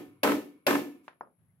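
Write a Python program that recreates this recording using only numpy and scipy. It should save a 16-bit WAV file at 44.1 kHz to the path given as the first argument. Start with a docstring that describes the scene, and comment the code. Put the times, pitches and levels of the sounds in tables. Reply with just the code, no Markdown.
"""Hammering in a concrete yard

A hammer strikes a metal fitting on a plywood sheet in an even rhythm. Each blow cracks and clanks,
the sheet's modes boom and the walls reverberate, all held flat by a fast limiter. After a soft scuff,
tools are set down with two light knocks and faint clinks, over a low rumble and a thin hiss."""
import sys
import numpy as np
from scipy import signal
from scipy.fft import rfft, irfft, next_fast_len
from scipy.io import wavfile
from scipy.ndimage import uniform_filter1d

SR = 44100
rng = np.random.default_rng(int(sys.argv[2]) if len(sys.argv) > 2 else 0)


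def dump_mix(stems):
    """Bounce the given channels to the path in sys.argv[1] as a 16-bit WAV at rate SR."""
    frames = np.atleast_2d(stems).T  # one column per channel
    limited = np.clip(frames, -1, 1)  # hard clip at full scale
    pcm = np.round(limited * 32767).astype(np.int16)
    wavfile.write(sys.argv[1], SR, pcm)


N = 70560
CRACK_RISE_S, YARD_RISE_S = 0.0036, 0.0076
SIDES = np.array([[0.5], [-0.5]])  # shares a difference between left and right

# The microphone pair. Each row: frequency in Hz, coherence, left minus right in dB, left lead in radians.
MIC_PAIR = [(31.1, 0, 1.5, 0), (103.4, .94, -0.5, 0), (352, 0.62, 0.9, 0.063), (594, 0.51, 0.2, 0.14),
            (1160, .55, 1, 1.3), (2250, 0, -0.5, 0.69), (5100, .05, 0.5, 2.2), (8640, 0.17, -9, 4.3),
            (9800, 0.18, 3.5, 1.5), (10900, 0.25, 14.5, 0.0026), (14400, 0.16, 1, 0.51)]


def amp(db):
    """Amplitude grows tenfold for every 20 dB."""
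    return 10 ** (np.asarray(db) / 20)


def read(table, hz, column=1):
    """Interpolation of one column on a logarithmic frequency scale."""
    columns = np.transpose(table)
    return np.interp(np.log(hz + 1), np.log(columns[0]), columns[column])


def add(mix, start_s, sound):
    """Superposition: a stereo sound adds to the mix from its start time."""
    at = round(start_s * SR)
    sound = sound[:, max(-at, 0):]
    part = mix[:, max(at, 0):][:, :sound.shape[1]]
    part += sound[:, :part.shape[1]]


def noise(spectrum, size):
    """Partially coherent noise: left and right are most alike at long wavelengths."""
    hz = np.fft.rfftfreq(size, 1 / SR)
    a, b = rfft(rng.standard_normal((2, size)))
    coherence = np.clip(read(MIC_PAIR, hz), 0, 1)
    mid, side = a * np.sqrt((1 + coherence) / 2), b * np.sqrt((1 - coherence) / 2)
    return irfft(np.array([mid + side, mid - side]) * amp(read(spectrum, hz)), size) * np.sqrt(SR / 2)


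def burst(bands, rise_s):
    """Frequency-dependent damping: each band of a noise falls 60 dB in its own time, T60."""
    t, hz = np.arange(SR) / SR, np.fft.rfftfreq(SR, 1 / SR)
    spectrum, out = rfft(noise(bands, SR)), 0
    centres_hz, _, t60s = np.transpose(bands)
    for t60, selector in zip(t60s, np.eye(len(bands))):
        band = read(np.c_[centres_hz, selector], hz)
        out = out + irfft(spectrum * band, SR) * amp(-60 * t / t60)
    return out * (1 - np.exp(-t / rise_s))


def ring(modes, rise_s, split=0, twin_share=0):
    """Free vibration: a sum of damped sines, each able to beat with a weaker, detuned twin."""
    t, out = np.arange(SR) / SR, 0
    for hz, db, t60 in modes:
        coherence = np.clip(read(MIC_PAIR, hz), 0, 1)
        phase_gap = np.arccos(coherence) * rng.choice([-1, 1]) / 2
        wave = np.exp(1j * (2 * np.pi * (hz * t + rng.random()) + phase_gap * SIDES))
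        beat = 1 - twin_share * np.exp(2j * np.pi * hz * split * t)
        out = out + amp(db - 60 * t / t60) * (wave * beat).real
    return out * (1 - np.exp(-t / rise_s))


def background():
    """Ambient noise: a distant rumble sinks and returns under a steady, thin hiss."""
    # Noise spectra. Each row: frequency in Hz, density in dB per Hz.
    rumble = [(25, -120), (62, -108), (100, -88), (160, -90), (230, -103), (400, -114), (2000, -122),
              (5000, -140)]
    hiss = [(30, -121), (120, -112), (172, -93.5), (240, -114), (2000, -125), (5000, -137), (9900, -138),
            (10650, -114), (11200, -114), (11900, -134), (16000, -138)]
    # The rumble's course. Each row: time in seconds, gain in dB.
    rumble_level = [(0, 7), (0.202, -1.5), (.4, -11.5), (1.049, -11), (1.374, -27), (1.392, 3.5),
                    (1.46, 1.5), (1.6, -2)]
    gain_db = np.interp(np.arange(N) / SR, *np.transpose(rumble_level))
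    return noise(rumble, N) * amp(gain_db) + noise(hiss, N)


def uneven_response(x, depth_db=1.5, spacing_hz=79.2):
    """The struck parts add random peaks and dips; minimum phase keeps the attack sharp."""
    size = 2 * x.shape[1]
    hz = abs(np.fft.fftfreq(size, 1 / SR))
    heights = rng.standard_normal(1000)
    ripple_db = depth_db * np.interp(hz / spacing_hz, np.arange(len(heights)), heights)
    response = np.exp(np.conj(signal.hilbert(np.log(amp(ripple_db)))))[:size // 2 + 1]
    response /= np.sqrt(np.mean(abs(response) ** 2))
    return irfft(rfft(x, size) * response, size)[:, :x.shape[1]]


def clatter():
    """Impact noise: brief contact gives a broadband crack; sheet rattle and yard echoes merge in a tail."""
    # Crack and tail. Each row: frequency in Hz, density in dB per Hz, T60 in seconds.
    crack = [(29.74, -71, .12), (150, -62, 0.19), (895, -46.5, 0.025), (2600, -33.5, 0.021),
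             (4300, -44, .03), (6760, -55, 0.046), (10237, -57, 0.035), (11550, -45.5, .024),
             (16000, -50, 0.017)]
    tail = [(30.23, -77, .45), (68, -68, 0.45), (160, -53.5, 0.5), (289.3, -38.5, 0.49), (637, -44, 0.34),
            (1240, -44.5, 0.27), (2700, -51.5, 0.34), (4170, -60.5, .35), (7600, -65, .35),
            (9600, -69.5, 0.37), (12490, -61.5, 0.36), (16500, -74.5, 0.38)]
    return uneven_response(burst(crack, CRACK_RISE_S) + burst(tail, YARD_RISE_S))


def wall_slaps(low_cut_hz=170):
    """Early reflections: the nearest walls return the contact as short, dull slaps."""
    # One slap. Each row: frequency in Hz, density in dB per Hz, T60 in seconds.
    slap_bands = [(60, -72.5, 0.053), (346.8, -40.5, 0.011), (990, -36, 0.024), (2230, -47.5, 0.027),
                  (4440, -61, 0.017), (16000, -70, .02)]
    # Wall paths. Each row: delay in seconds, gain in dB, left minus right in dB.
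    echoes = [(.0155, -1, 3.5), (.042, 1.5, -0.5), (0.062, -7, -3.5), (.086, -5, 0.5)]
    slap, out = burst(slap_bands, rise_s=0.0013), np.zeros((2, SR))
    for delay_s, db, pan_db in echoes:
        add(out, delay_s, slap * amp(db + pan_db * SIDES))
    return signal.sosfilt(signal.butter(2, low_cut_hz, "high", fs=SR, output="sos"), out)


def metal_clank():
    """Inharmonic modes of hammer and fitting die quickly, leaving a faint, diffuse ring."""
    # Metal modes. Each row: frequency in Hz, level in dB, T60 in seconds.
    modes = [(311, -29, 0.063), (576.6, -3.5, 0.062), (853, -17, .07), (1140, -13, 0.02),
             (1677, -15, 0.095), (2870, -16, 0.034), (4906, -18.5, .05), (11000, -15, 0.017)]
    # Diffuse ring. Each row: frequency in Hz, density in dB per Hz, T60 in seconds.
    after_ring = [(100, -130, .6), (885, -93, 1), (960, -78, 1), (1230, -79.5, 1), (1700, -84, .75),
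                  (2000, -87.5, 0.5), (2200, -76.5, 1), (2600, -88.5, 1), (16000, -125, 0.57)]
    return ring(modes, CRACK_RISE_S) + burst(after_ring, YARD_RISE_S)


def sheet_boom(pitch, spot, split):
    """Coupled modes: close pairs in the plywood trade energy, so the boom swells and beats."""
    # Sheet modes. Each row: frequency in Hz, level in dB struck at spot 0, at spot 1, T60 in seconds.
    sheet = [(102.6, -33, -35.5, 0.35), (175.6, -28.5, -33, .33), (211.3, -20.5, -24.5, 0.4),
             (262.7, -21, -20.5, 0.43), (286.8, -8, -8.5, 0.4), (311.6, -16.5, -22, 0.28),
             (353.9, -23.5, -15.5, 0.38), (414.4, -16.5, -20.5, 0.34), (448, -22, -19.5, 0.23),
             (492.6, -15.5, -22.5, 0.31), (608.5, -15.5, -20, 0.29), (731, -34.5, -31, 0.45),
             (836.6, -19, -27.5, .26), (886, -23, -24.5, 0.31), (1057.4, -29.5, -18.5, .26),
             (1245.5, -25, -26, 0.34), (1292, -14.5, -26, 0.25), (1753, -27, -25, 0.36)]
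    modes = [(hz * pitch, levels_db[spot], t60) for hz, *levels_db, t60 in sheet]
    return ring(modes, rise_s=0.033, split=split, twin_share=0.53)


def scuff(length_s, left_db=-8):
    """Amplitude-shaped noise: a brief swell of dry hiss, mostly on the right."""
    # The scuff's spectrum. Each row: frequency in Hz, density in dB per Hz.
    colour = [(300, -118), (1000, -110), (3000, -111), (6000, -115), (9500, -117), (12000, -111),
              (16000, -120)]
    size = int(length_s * SR)
    return np.hanning(size) * noise(colour, SR)[:, :size] * amp([[left_db], [0]])


def knock(low_hz, high_hz, slope_db, lead_s):
    """A damped impact: a tool on concrete sends out one band-limited pulse, followed by reflections."""
    # Ground scatter and wall echo. Each row: frequency in Hz, density in dB per Hz, T60 in seconds.
    ground = [(196, -71, 0.055), (980, -66.5, 0.048), (8000, -61, 0.027)]
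    walls = [(170.6, -68.5, 0.4), (444, -77.5, 0.29), (990, -76.5, 0.19), (7840, -69, 0.165)]
    paths = burst(ground, rise_s=0.00051) + burst(walls, rise_s=0.015)
    paths[:, 0] += 1  # direct sound
    paths = np.roll(paths, round(lead_s * SR), axis=1)
    hz = np.fft.rfftfreq(SR, 1 / SR)
    high_pass = hz ** 2 / (hz ** 2 + low_hz ** 2)
    low_pass = 1 / (1 + amp(slope_db * np.log2((hz + 1) / high_hz)))
    return irfft(rfft(paths) * high_pass * low_pass, SR)


def clink(hz, db, t60, half_width=0.027):
    """A narrow resonance driven by a noise burst gives a rough, pitched clink."""
    edges_hz = [hz * (1 - half_width), hz * (1 + half_width)]
    resonance = signal.butter(2, edges_hz, "band", fs=SR, output="sos")
    return signal.sosfilt(resonance, burst([(hz, db, t60)], rise_s=0.003))


def scene():
    """The pressures of background, blows, scuff, knocks and clinks add linearly."""
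    # Hammer blows, the first already dying away. Each row: start in seconds, gain in dB,
    # pitch factor of the sheet, spot struck (0 or 1), relative split of the mode pairs.
    blows = [(-.2, -3.5, 1.007, 1, .018), (0.2322, -4.5, 1.006, 0, 0.018), (0.6665, -3.5, .996, 1, .0205)]
    # Tools set down. Each row: time in seconds, gain in dB, lower and upper corner in Hz,
    # treble roll-off in dB per octave.
    knocks = [(1.081, -3, 500, 1670, 20), (1.131, -25.5, 596, 1800, 25), (1.2103, 5, 509, 1300, 39),
              (1.273, -20, 399.5, 1144, 38)]
    # Faint clinks. Each row: start in seconds, frequency in Hz, density in dB per Hz, T60 in seconds.
    clinks = [(1.208, 5100, -103, .12), (1.489, 2090, -99, 0.1)]
    mix = background()
    for start_s, db, pitch, spot, split in blows:
        blow = clatter() + wall_slaps() + metal_clank() + sheet_boom(pitch, spot, split)
        add(mix, start_s, amp(db) * blow)
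    add(mix, start_s=1.017, sound=scuff(length_s=0.085))
    lead_s = 0.01  # room for a knock's soft leading edge
    for time_s, db, *band in knocks:
        add(mix, time_s - lead_s, amp(db) * knock(*band, lead_s))
    for start_s, hz, db, t60 in clinks:
        add(mix, start_s, clink(hz, db, t60))
    return mix


def limiter(x, threshold_db=-21, share=0.91, recovery_db_per_s=101):
    """Dynamic compression: gain drops by a share of the excess level, then recovers at a steady rate."""
    power_db = 10 * np.log10(abs(uniform_filter1d((x ** 2).mean(0), size=260)) + 1e-12)
    fall_db = np.arange(N) * recovery_db_per_s / SR
    held_db = np.maximum.accumulate(power_db + fall_db) - fall_db
    excess_db = np.maximum(held_db - threshold_db, 0)
    return x * amp(-share * uniform_filter1d(excess_db, size=90))


def record(dry, cutoff_hz=16000):
    """Stereo pickup: two microphones differ in level and phase; a limiter and a low-pass follow."""
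    size = next_fast_len(N + SR // 10)
    hz = np.fft.rfftfreq(size, 1 / SR)
    balance = amp(SIDES * read(MIC_PAIR, hz, column=2))
    phase = SIDES * read(MIC_PAIR, hz, column=3)
    picked_up = irfft(rfft(dry, size) * balance * np.exp(1j * phase), size)[:, :N]
    low_pass = signal.firwin(511, cutoff_hz, window=("kaiser", 9), fs=SR)
    return signal.oaconvolve(limiter(picked_up), low_pass[None], "same")


dry = scene()
out = record(dry)
dump_mix(out)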